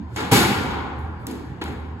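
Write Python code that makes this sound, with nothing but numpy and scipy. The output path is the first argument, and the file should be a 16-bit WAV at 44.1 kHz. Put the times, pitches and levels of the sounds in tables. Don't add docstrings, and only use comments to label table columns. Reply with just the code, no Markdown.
import sys
import numpy as np
from scipy import signal
from scipy.fft import rfft, irfft, next_fast_len
from scipy.io import wavfile
from scipy.ndimage import uniform_filter1d

SR = 44100
rng = np.random.default_rng(int(sys.argv[2]) if len(sys.argv) > 2 else 0)


def unload_audio(sound):
    columns = np.transpose(np.atleast_2d(sound))
    steps = np.round(np.clip(columns, -1, 1) * 32767)
    wavfile.write(sys.argv[1], SR, steps.astype(np.int16))


N = 88200


def amp(db):
    return 10 ** (np.asarray(db) / 20)


def evened(x):
    return x / np.sqrt(np.mean(x ** 2) + 1e-20)


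def read(points, hz):
    f, value = np.transpose(points)
    return np.interp(np.log(hz + 1), np.log(f + 1), value)


def add(mix, s, sound):
    part = mix[..., round(s * SR):][..., :sound.shape[-1]]
    part += sound[..., :part.shape[-1]]


def ring(modes, rise_s):
    t = np.arange(SR // 2) / SR
    modes_sum = sum(amp(db - 60 * t / t60) * np.sin(2 * np.pi * hz * t) for hz, db, t60 in modes)
    return (1 - np.exp(-t / rise_s)) * modes_sum


def burst(length):
    t = np.arange(SR // 10) / SR
    return 2 * t / length * np.exp(1 - 2 * t / length)


# f/Hz, level/dB (density, relative)
AIR_SPECTRUM = [(15, -35), (25, 8), (141, -6), (277, -13), (416, -22), (531, -20), (575, -20), (962, -22.5),
                (1230, -33), (1790, -33.5), (2480, -43), (11300, -69), (16000, -122)]
AIR_DB = -34.5


def ventilation():
    hz = np.fft.rfftfreq(2048, 1 / SR)
    real, imag, patches = rng.standard_normal((N // 512 + 5, 1025, 2, 3)).T
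    patches = uniform_filter1d(patches[0], 8, 0)
    patches = evened(uniform_filter1d(patches, 8, 1))
    level_db = read(AIR_SPECTRUM, hz)[:, None] + 3.3 * patches
    air = signal.istft((real + 1j * imag) * amp(level_db), nperseg=2048, noverlap=1536)[1]
    return amp(AIR_DB) * evened(air[:, :N])


# f/Hz, width/Hz, level/dB (RMS)
FAN_BANDS = [(79.4, 8.7, -40), (115.4, 12, -42)]


def hum():
    hz = np.fft.rfftfreq(N, 1 / SR)
    total = 0
    for f, width, db in FAN_BANDS:
        peak = 1 / (1 + (2 * (hz - f) / width) ** 2)
        band = irfft(rfft(rng.standard_normal((2, N))) * peak, N)
        total = total + amp(db) * evened(band)
    return total


# t/s, level/dB (added to each floor mode)
FOOTFALLS = [(.0, -35.5), (.19, -42), (.73, -31), (0.899, -44), (0.978, -30), (1.26, -41.5), (1.419, -35),
             (1.642, -28), (1.768, -36), (1.848, -34.5), (1.97, -48)]
# f/Hz, level/dB (relative), t60/s
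FLOOR_MODES = [(77.2, 9.5, 0.45), (121, 8.5, 0.083)]
STEP_RISE_S = 0.06


def footsteps():
    steps = np.zeros(N)
    for s, db in FOOTFALLS:
        add(steps, s, amp(db) * ring(FLOOR_MODES, STEP_RISE_S))
    return steps


HISS_END_S, HISS_DB = .163, -50.5
HISS_S, HISS_HZ = 0.063, 2000


def rising_hiss():
    t = np.arange(N) / SR - HISS_END_S
    hiss = signal.lfilter(*signal.butter(1, HISS_HZ, "high", fs=SR), rng.standard_normal((2, N)))
    return amp(HISS_DB + 20 * np.minimum(t, 0) / HISS_S) * (t < 0) * hiss


BAND_CENTRES = [100, 300, 1000, 2000, 3600, 6500, 11500]
# f/Hz, width/Hz, level/dB (boost)
RESONANCES = [(192.8, 8.5, 7), (252, 89, 6.5), (320, 7.6, 6), (358.3, 21, 6), (421, 8.5, 8),
              (801.6, 11.7, 5.5), (814.4, 80, 3), (871, 20, 4.5), (962, 20, 3), (1050, 51, 3.5),
              (1389, 17, 8), (1468, 7.6, 12), (1640, 30, 6), (2236, 28, 10)]


def coloured(x, bands_db, tilt_db=0):
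    hz = np.fft.rfftfreq(x.shape[-1], 1 / SR)
    resonances_db = sum(db / (1 + (2 * (hz - f) / w) ** 2) for f, w, db in RESONANCES)
    bands = read(list(zip(BAND_CENTRES, bands_db)), hz)
    gain = amp(bands + resonances_db + tilt_db * np.log2((hz + 50) / 1000))
    pink = np.sqrt(SR / 2 / (hz + 50))
    return irfft(rfft(x) * gain * pink, x.shape[-1])


CRACK_CUT_HZ = 720


def crack(length, crack_db, bright_db, bands_db):
    noise = coloured(rng.standard_normal(SR // 10), bands_db, bright_db)
    noise = signal.lfilter(*signal.butter(1, CRACK_CUT_HZ, "high", fs=SR), noise)
    return amp(crack_db) * noise * burst(length)


# f/Hz, t60/s
COURT_DECAY = [(80, 1.4), (210, 1.33), (560, 1.63), (1470, 1.593), (3880, 0.89), (10200, 0.64)]
# f/Hz, level/dB (against the court's), t60/s
HALL_DECAY = [(100, -13, 5), (315, -15, 2.5), (550, -8.5, 0.73), (840, -2.5, 2.33), (1510, -8.5, 2.66),
              (2400, -15.5, 1), (5730, -10.5, 1.08), (12000, -28.5, .8)]
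# f/Hz, t/s
BUILD_UP = [(100, .015), (1000, 0.022), (10000, 0.0083)]
PATCHY_DB = 1.1


def court_tail(stretch, bands_db):
    noise = coloured(rng.standard_normal((2, 2 * SR)), bands_db)
    hz, t, spectra = signal.stft(noise, SR, nperseg=256, noverlap=192)
    court = amp(-60 * t / read(COURT_DECAY, hz)[:, None])
    f, hall_db, hall_t60 = np.transpose(HALL_DECAY)
    hall_level = read(np.c_[f, hall_db], hz)[:, None]
    hall = amp(hall_level - 60 * t / read(np.c_[f, hall_t60], hz)[:, None])
    rise = 1 - np.exp(-t / (stretch * read(BUILD_UP, hz)[:, None]))
    shape = np.hypot(court, hall) * rise
    patches = uniform_filter1d(rng.standard_normal(shape.shape), 5, 0)
    patches = evened(uniform_filter1d(patches, 9, 1))
    shape = shape * amp(PATCHY_DB * patches)
    return signal.istft(spectra * shape, SR, nperseg=256, noverlap=192)[1][:, :2 * SR]


# f/Hz, level/dB (relative), t60/s
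PANEL_MODES = [(111.4, 1.5, 0.14), (259, 3.5, 0.15), (345, -9, 0.017), (454, 5, .07), (795, -3, 0.13),
               (967, -3, 0.14), (1860, -13, .03), (2800, -17, 0.09)]
THUD_RISE_S, THUD_LAG_S = 0.0055, 0.0057
THUD_TILT = 0.43


def thud(thud_db, bright_db):
    tilt_db = THUD_TILT * bright_db
    modes = [(f, db + tilt_db * np.log2(f / 250), t60) for f, db, t60 in PANEL_MODES]
    return amp(thud_db) * ring(modes, THUD_RISE_S)


# t/s (delay), level/dB (added to each knock's slap level)
WALL_SLAPS = [(0.011, -10), (.041, -3), (0.084, -12)]
SMEAR_S = 0.0057
SLAP_TILT = 0.22


def add_slaps(mix, length, crack_db, bright_db, slap_db, bands_db):
    for delay, db in WALL_SLAPS:
        slap = crack(length + SMEAR_S, crack_db + slap_db + db, SLAP_TILT * bright_db, bands_db)
        add(mix, delay, slap)


# t/s, crack length/s, crack over tail level/dB,
# crack brightness/(dB per octave), slap echo level/dB, thud level/dB, build-up stretch (factor),
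# then tail level/dB at each of the band centres (before slope and resonances)
KNOCK_LIST = [(.161, 0.0042, 4, 0.5, -2, -51, 0.4, -47, -32.5, -34.5, -37, -39.5, -42.5, -41),
              (.313, 0.02, 2.5, -4.5, -2, -9.5, 0.75, -22.5, -21, -25.5, -24.5, -23, -23.5, -16),
              (.700, .02, -16, 9, -10, -65, 1.6, -52.5, -35.5, -35, -45.5, -43, -62.5, -75),
              (0.983, 0.013, -7.5, 3, 0, -73, 0.91, -61, -46, -77, -88, -78, -74, -61),
              (1.189, 0.008, 5, -3.5, -7, -76, 2.1, -56, -54, -63, -80, -86, -73.5, -62),
              (1.268, 0.002, 8, 4, -3.5, -39, 0.43, -53.5, -32.5, -52, -53.5, -53.5, -52, -47),
              (1.613, 0.011, 13.5, 1, -6.5, -32, 0.34, -42, -37, -44.5, -48, -49.5, -63.5, -65),
              (1.639, 0.0014, 5.5, 4, -10, -62, 0.55, -59, -68, -49.5, -57.5, -63, -59, -51.5),
              (1.673, 0.014, 11, 1.5, -1, -36, 0.75, -48, -41, -58.5, -55, -81, -69, -75)]


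def knock(length, crack_db, bright_db, slap_db, thud_db, stretch, *bands_db):
    sound = court_tail(stretch, bands_db)
    add(sound[0], 0, crack(length, crack_db, bright_db, bands_db))
    add(sound[0], THUD_LAG_S, thud(thud_db, bright_db))
    add_slaps(sound[0], length, crack_db, bright_db, slap_db, bands_db)
    return sound


def scene():
    field = ventilation() + hum()
    field[0] += footsteps()
    field += rising_hiss()
    for s, *settings in KNOCK_LIST:
        add(field, s, knock(*settings))
    return field


# f/Hz, level/dB (gain)
MIC_COLOUR = [(25, -39), (50, -10.5), (75, -1), (500, 2), (570, -3.5), (670, -5), (740, 3), (4500, 8),
              (5600, 1.5), (7000, 4.5), (13000, -2.5), (16000, -14)]
# f/Hz, likeness (0 to 1)
PORT_LIKENESS = [(60, 0.91), (200, 1), (400, 0.49), (1000, 0.46), (2500, 0.14), (5000, 0.1), (7000, 1),
                 (15000, 1)]
# f/Hz, lead/turns
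LEFT_LEAD = [(0, 0), (800, 0), (2200, -.38), (4700, -.5), (6890, -1), (15790, -3)]
# f/Hz, level/dB (left minus right)
LEFT_OVER_RIGHT = [(60, 0), (110, -2.5), (200, -3), (380, 0.5), (700, 1.0), (1290, 1.5), (2380, 3),
                   (4400, 1), (8120, -1), (15000, 0.0)]
CEILING, EDGE_HZ = 0.7, 15900


def record(dry):
    size = next_fast_len(N + 4096)
    hz = np.fft.rfftfreq(size, 1 / SR)
    shared, diffuse = rfft(dry, size) * amp(read(MIC_COLOUR, hz))
    same = np.clip(read(PORT_LIKENESS, hz), 0, 1)
    near, apart = np.sqrt((1 + same) / 2), np.sqrt((1 - same) / 2)
    half_tilt = amp(read(LEFT_OVER_RIGHT, hz) / 2)
    lead = 2 * np.pi * np.interp(hz, *np.transpose(LEFT_LEAD))
    left = (near * shared + apart * diffuse) * half_tilt * np.exp(.5j * lead)
    right = (near * shared - apart * diffuse) / half_tilt * np.exp(-.5j * lead)
    ports = irfft(np.array([left, right]), size)[:, :N]
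    out = CEILING * np.tanh(ports / CEILING)
    low_pass = signal.firwin(511, EDGE_HZ, window=("kaiser", 9), fs=SR)
    return signal.oaconvolve(out, low_pass[None], "same")


dry = scene()
out = record(dry)
unload_audio(out)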